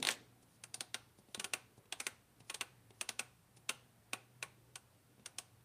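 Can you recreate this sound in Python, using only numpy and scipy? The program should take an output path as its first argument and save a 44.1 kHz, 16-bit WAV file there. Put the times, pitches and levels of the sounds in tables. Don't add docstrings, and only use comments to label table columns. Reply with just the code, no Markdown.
import sys
import numpy as np
from scipy import signal
from scipy.fft import rfft, irfft
from scipy.io import wavfile
from scipy.ndimage import uniform_filter1d

SR = 44100
rng = np.random.default_rng(int(sys.argv[2]) if len(sys.argv) > 2 else 0)


def unload_wav(signal):
    wavfile.write(
        sys.argv[1],
        SR,
        np.round(np.clip(np.atleast_2d(signal).T, -1, 1) * 32767).astype(np.int16),
    )


def natural_amplitude(level_db):
    exponent = np.asarray(level_db, float) / 20
    return 10 ** exponent


N = 248944

# (frequency [Hz], level per Hz [dB])
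FLOOR_SPECTRUM = [(25, -18.5), (55, -15), (105, -3), (250, -11.5), (1300, -20.5), (7400, -31.5),
                  (8200, -26), (15000, -30.5)]
FLOOR_DB = -69.5
# (frequency [Hz], rms level [dB])
HUM_TONES = [(60, -90), (119, -75.5), (240, -90)]
# (time [s], level [dB])
DRAG = [
    (0, -59.5),
    (0.023, -80),
    (.04, -67),
    (.066, -50),
    (.082, -43),
    (0.099, -48),
    (0.116, -44),
    (.135, -60),
    (.15, -60),
]
# (time [s], knob level [dB], spring level [dB], main blow delay [ms], favoured ring [Hz])
FLICK = [
    (0.0263, -38.5, -46, 1.64, 3600),
    (0.0495, -38, -47.5, 0.84, 3760),
    (0.0699, -35, -43.5, 1.28, 4400),
    (0.0879, -32, -43, 0.772, 1950),
    (0.106, -54, -48, 7.9, 2060),
]
# (time [s], knob level [dB], spring level [dB], main blow delay [ms], favoured ring [Hz])
SLOW_TURNS = [(0.637, -53.5, -53, 1.37, 2630), (0.742, -50.5, -47, 2.13, 4430),
              (0.8062, -44, -45.5, 1.31, 3970), (0.9436, -40, -46.5, 0.37, 5700),
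              (1.346, -45.5, -50, 1.08, 3600), (1.3953, -43.5, -46.5, 5.2, 2850),
              (1.4433, -42.5, -45.5, 0.39, 2920), (1.5353, -36, -42, 0.9, 2500),
              (1.9239, -41.5, -48.5, 1.02, 3220), (2, -43, -46.5, 4.55, 2210),
              (2.0666, -38.5, -44, 0.38, 1980), (2.4973, -44.5, -48.5, 4.8, 2810),
              (2.5424, -47.5, -48.5, 4.9, 3520), (2.6097, -38, -46, 1.56, 2640),
              (3.0112, -41, -43.5, 0.51, 2730), (3.0897, -41.5, -45, 2.2, 5800),
              (3.1923, -39, -43.5, 3.9, 2480), (3.6915, -36, -42, 4.04, 2890),
              (4.132, -38.5, -46, 0.89, 2600), (4.4262, -41, -49, 2.18, 2290),
              (4.7559, -51.5, -52.5, 1.85, 2860), (5.259, -50.5, -51, 2.13, 5800),
              (5.3843, -47.5, -46, 1.93, 3030)]
# (time [s], tick peak level [dB], thud level [dB], thud frequency [Hz])
TOUCHES = [(0.4303, -58, -74, 151), (0.7782, -69, -66.5, 136), (1.1877, -60, -66.5, 173),
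           (1.2858, -51.5, -68.5, 254), (1.3762, -42, -58.5, 222), (1.779, -70, -64, 148),
           (1.8569, -51, -76.5, 480), (2.4048, -42.5, -64.5, 147), (2.906, -42.5, -67.5, 356),
           (3.5704, -46, -70, 145), (4.1328, -70, -56.5, 796), (1.4426, -70, -59, 354),
           (1.399, -70, -59.5, 391), (4.949, -58, -92, 134.7), (5.1387, -66, -79, 207),
           (5.1801, -75, -71, 153), (5.1964, -51.5, -71.5, 221), (5.6098, -57, -87, 132)]
# (landing time [s], scrape level [dB], leaning time [s], lean level [dB])
REGRIPS = [
    (0.432, -72, 0.563, -74.5),
    (1.191, -68, 1.33, -78),
    (1.782, -75, 2.056, -62),
    (2.406, -72, 2.49, -79.5),
    (2.906, -81, 3.0, -78.5),
    (3.57, -71.5, 11, -80),
    (4.932, -78.5, 5.24, -92),
]
# (frequency [Hz], level [dB], 60 dB decay [s])
HOUSING = [(234.5, 2.5, 0.04), (379.5, -2.5, 0.05), (545, -7.5, 0.084), (737, -3, 0.11), (1110, -0.5, 0.1),
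           (1382, 6.5, 0.043), (1513, 3.5, 0.055)]
KNOB = [(2030, -5, .015), (2420, -1, .017), (2780, 0, .015), (3350, -4, .012), (4200, -6, .009)]
PAWL = [(5000, -4, .007), (5850, 0, .009), (6720, -2, .008)]
SPRING = [(8350, 0, .01), (9350, -1, .008), (10200, -3, .008)]
# (low edge [Hz], high edge [Hz], level against the clear modes [dB])
HOUSING_WALL, KNOB_WALL = (366, 1950, 6.5), (1910, 4000, 14.2)
PAWL_WALL, SPRING_WALL = (4600, 8400, 11), (8410, 9910, 3)
# (low edge [Hz], high edge [Hz])
CRACK = (11800, 15600)
# (frequency [Hz], 60 dB decay [s], level [dB])
KITCHEN = [(193, 0.15, -15.5), (486, 0.44, -13.5), (1096, 0.36, -16), (2810, 0.34, -28), (4520, 0.43, -26),
           (9150, 0.39, -53.5), (13400, 0.2, -20.5)]

RING = 3000
ANGLES = 7
SEAT_MS, SEAT_PER_MAIN = 5.13, 0.53
FLICK_SEAT_MS = 2.6
USUAL_KNOB_DB = -41.5
HOUSING_DB, HOUSING_SHARE = -49.5, 0.87
PAWL_DB, CRACK_DB, SHARE_SCATTER_DB = 0.16, -13.5, 0.34
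CRACK_SHARE = 0.35
LOW_SPOT_HZ, HIGH_SPOT_HZ, SPOT_TURN_HZ = 724, 1346, 3000
SPRING_SPOT_HZ, SPRING_SPOT_SCATTER = 8890, 0.18
SCRAPE_DB_PER_S, LEAN_DB_PER_S = (1300, 1800), (230, 700)
TOP_HZ = 15200


def unit(x):
    return x / np.sqrt(np.sum(x ** 2))


def band(x, hz, octaves):
    f = np.fft.rfftfreq(len(x), 1 / SR) + 1
    bell = np.exp(-(np.log2(f / hz) / octaves) ** 2)
    y = irfft(rfft(x) * bell, len(x))
    return y / np.std(y)


def walk(rate):
    hold = int(SR / rate)
    steps = np.repeat(rng.standard_normal(N // hold + 1), hold)
    smooth = uniform_filter1d(uniform_filter1d(steps, hold), hold)[:N]
    return smooth / np.std(smooth)


def floor(swell_db=0.23, flicker_db=2.0):
    hz, db = np.transpose(FLOOR_SPECTRUM)
    noise, slow = 0, walk(3.926)
    for centre in 28 * 2 ** np.arange(0, 9.3, 1 / 3):
        restless = np.clip(700 / centre, .15, 1)
        gain = natural_amplitude(restless * (swell_db * slow + flicker_db * walk(7.3)))
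        noise = noise + gain * np.sqrt(centre) * band(rng.standard_normal(N), centre, 0.28)
    f = np.fft.rfftfreq(N, 1 / SR) + 1
    noise = irfft(rfft(noise) * natural_amplitude(np.interp(np.log(f), np.log(hz), db)), N)
    return noise / np.std(noise) * natural_amplitude(FLOOR_DB)


def hum(waver_db=4.0, drift=0.032):
    turns = np.cumsum(1 + drift * walk(10)) / SR
    out = np.zeros(N)
    for hz, db in HUM_TONES:
        out += np.sqrt(2) * natural_amplitude(db + waver_db * walk(10)) * np.sin(2 * np.pi * hz * turns)
    return out


def release():
    t = np.arange(N) / SR
    return natural_amplitude(-50) * band(rng.standard_normal(N), 252, 1.0) * np.exp(-t / 0.11)


def ring(modes, chance, scatter_db, detune):
    t = np.arange(RING) / SR
    hz, db, t60 = np.transpose(modes)[:, :, None]
    hz = hz * (1 + detune * chance[:len(modes), 1:2])
    wave = natural_amplitude(db + scatter_db * chance[:len(modes), :1]) * np.sin(2 * np.pi * hz * t)
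    signs = (-1.) ** np.arange(len(modes))
    return signs @ (wave * np.exp(-np.log(1000) * t / t60))


def wall(low_hz, high_hz):
    sos = signal.butter(3, [low_hz, min(high_hz, 20000)], "band", fs=SR, output="sos")
    return unit(signal.sosfilt(sos, signal.unit_impulse(RING)))


def part(modes, walls, chance):
    low_hz, high_hz, wall_db = walls
    clear = ring(modes, chance, 2., .015)
    return unit(unit(clear) + natural_amplitude(wall_db) * wall(low_hz, high_hz))


def drag():
    chance = rng.standard_normal((8, 3))
    body = wall(1410, 4050) + natural_amplitude(-10.5) * part(HOUSING, HOUSING_WALL, chance)
    body += natural_amplitude(-0.5) * wall(3800, 8200) + natural_amplitude(-17) * wall(*CRACK)
    level = natural_amplitude(np.interp(np.arange(N) / SR, *np.transpose(DRAG), right=-150))
    grit = rng.standard_normal(N) * natural_amplitude(2.9 * walk(400))
    return signal.fftconvolve(level * grit, body)[:N]


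def hard(blows):
    spectrum = rfft(blows, 2048)
    broad = uniform_filter1d(uniform_filter1d(np.abs(spectrum) ** 2, 44), 44)
    return irfft(spectrum / np.sqrt(broad))[:len(blows)]


def chatter(main_ms, length_ms, chance, first_db=-6, bounce_db=-3.5, scatter_db=2.0, grit_db=-19):
    ms = np.arange(len(chance)) * 1000 / SR - 8
    growth = np.clip(.5 + 1.0 * ms / max(main_ms, .1), 0, 1)
    fade = np.exp(-1.1 * np.clip(ms - main_ms, 0, None) / max(length_ms - main_ms, 1))
    alive = growth * fade * np.clip((1.6 * length_ms - ms) / 0.98, 0, 1) * (ms > 0)
    blows = chance[:, 0] * natural_amplitude(grit_db) * alive
    bounce = chance[:, 1] > 1.6
    blows += bounce * alive * natural_amplitude(bounce_db + scatter_db * chance[:, 2]) * np.sign(chance[:, 0])
    blows[np.searchsorted(ms, 0)] += natural_amplitude(first_db)
    blows[np.searchsorted(ms, np.clip(main_ms, .1, 8))] -= 1
    creep = natural_amplitude(-42) * chance[:, 0] * np.exp(ms / 3)
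    return np.where(ms < -.3, creep, hard(blows))


def favour(body, hz, octaves, lift_db):
    lift = signal.iirpeak(hz, 3.03 / octaves, SR)
    return unit(body + natural_amplitude(lift_db) * signal.lfilter(*lift, body))


def add(track, s, sound, db):
    i = int(s * SR)
    piece = (unit(sound) * np.sqrt(.013 * SR) * natural_amplitude(db))[:N - i]
    track[i:i + len(piece)] += piece


def detents():
    near, around = np.zeros(N), np.zeros((ANGLES, N))
    snaps = FLICK + SLOW_TURNS
    modes = rng.standard_normal((len(snaps), 3, 8, 3))
    grit = rng.standard_normal((len(snaps), 1000, 3))
    crack = wall(*CRACK)
    for k, (s, knob_db, spring_db, main_ms, spot_hz) in enumerate(snaps):
        chance = modes[k]
        luck = chance[0, :, 2]
        seat_ms = FLICK_SEAT_MS if s < DRAG[-1][0] else SEAT_MS
        blows = chatter(main_ms, seat_ms + SEAT_PER_MAIN * main_ms, grit[k])

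        knob = favour(part(KNOB, KNOB_WALL, chance[0]), spot_hz, 0.64, 3.7)
        housing_hz = LOW_SPOT_HZ if SPOT_TURN_HZ < spot_hz < PAWL_WALL[0] else HIGH_SPOT_HZ
        housing = favour(part(HOUSING, HOUSING_WALL, chance[1]), housing_hz, 0.26, 1.74)
        spring_hz = SPRING_SPOT_HZ * (1 + SPRING_SPOT_SCATTER * luck[0])
        spring = favour(part(SPRING, SPRING_WALL, chance[2]), spring_hz, 0.13, -1.0)
        pawl = favour(part(PAWL, PAWL_WALL, chance[2, 4:]), spot_hz, 0.88, 15.0)

        force_db = knob_db - USUAL_KNOB_DB
        housing_db = HOUSING_DB + HOUSING_SHARE * force_db
        shares = np.array([0, PAWL_DB, CRACK_DB + CRACK_SHARE * force_db])
        shares = shares + SHARE_SCATTER_DB * luck[1:4]
        levels = (knob_db, housing_db, *(spring_db + shares))
        for body, db in zip((knob, housing, spring, pawl, crack), levels):
            add(near, s - .008, signal.fftconvolve(blows, body), db)
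            add(around[k % ANGLES], s + main_ms / 1000, body, db)
    return near, around


def kitchen(dry, arrive_ms=1.86, build_ms=1.64, counter_db=14.5, counter_ms=8.87):
    t = np.arange(SR // 2) / SR
    build = 1 - np.exp(-np.clip(t * 1000 - arrive_ms, 0, None) / build_ms)
    build = build * (1 + natural_amplitude(counter_db) * np.exp(-t * 1000 / counter_ms))
    tail = np.zeros(len(t))
    for hz, t60, db in KITCHEN:
        strength = natural_amplitude(db) * np.sqrt(hz / SR / t60 / SR) * 4
        tail += strength * band(rng.standard_normal(len(t)), hz, 1.0) * np.exp(-np.log(1000) * t / t60)
    return signal.fftconvolve(dry, tail * build * natural_amplitude(10.0))[:N]


def touches():
    out = np.zeros(N)
    modes = rng.standard_normal((len(TOUCHES), 8, 3))
    noise = rng.standard_normal((len(TOUCHES), 500))
    push = np.hanning(int(0.0014 * SR))
    for (s, tick_db, thud_db, thud_hz), chance, skin in zip(TOUCHES, modes, noise):
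        thud = unit(ring([(thud_hz, 0, .045)], chance, 0, 0))
        thud = thud + natural_amplitude(4.5) * part(HOUSING, HOUSING_WALL, chance)
        add(out, s - .001, signal.fftconvolve(push, thud), thud_db + 4.5)

        rub = skin ** 3 * np.exp(-np.arange(500) / (0.0043 * SR))
        body = part(KNOB, KNOB_WALL, chance)
        body = body + natural_amplitude(-7.5) * part(PAWL, PAWL_WALL, chance)
        body = body + natural_amplitude(-10) * part(SPRING, SPRING_WALL, chance)
        add(out, s - .001, signal.fftconvolve(hard(rub), body), tick_db - 24)
    return out


def swell(s, db, slopes):
    late = np.arange(N) / SR - s
    return natural_amplitude(db - np.maximum(-slopes[0] * late, slopes[1] * late))


def slides():
    level = np.zeros(N)
    for land, scrape_db, lean, lean_db in REGRIPS:
        level += swell(land, scrape_db, SCRAPE_DB_PER_S) + swell(lean, lean_db, LEAN_DB_PER_S)
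    grit = rng.standard_normal(N) * natural_amplitude(3.5 * walk(60.3))
    colour = band(grit, 9640, 0.11) + natural_amplitude(2.5) * band(grit, 5100, 0.85)
    return uniform_filter1d(level, 400) * colour


def scene():
    near, around = detents()
    hand = touches() + slides() + drag()
    echoes = kitchen(hand) + sum(map(kitchen, around))
    lean = signal.butter(2, 100, "high", fs=SR, output="sos")
    knob = signal.sosfilt(lean, near + hand + echoes)
    return (knob + release() + floor() + hum())[None, :]


def top_cut(x):
    return signal.sosfilt(signal.butter(12, 16470, fs=SR, output="sos"), x)


def record(dry):
    steep = signal.ellip(6, .3, 22, TOP_HZ, fs=SR, output="sos")
    mix = signal.sosfilt(steep, dry)
    return top_cut(mix)


dry = scene()
out = record(dry)
unload_wav(out)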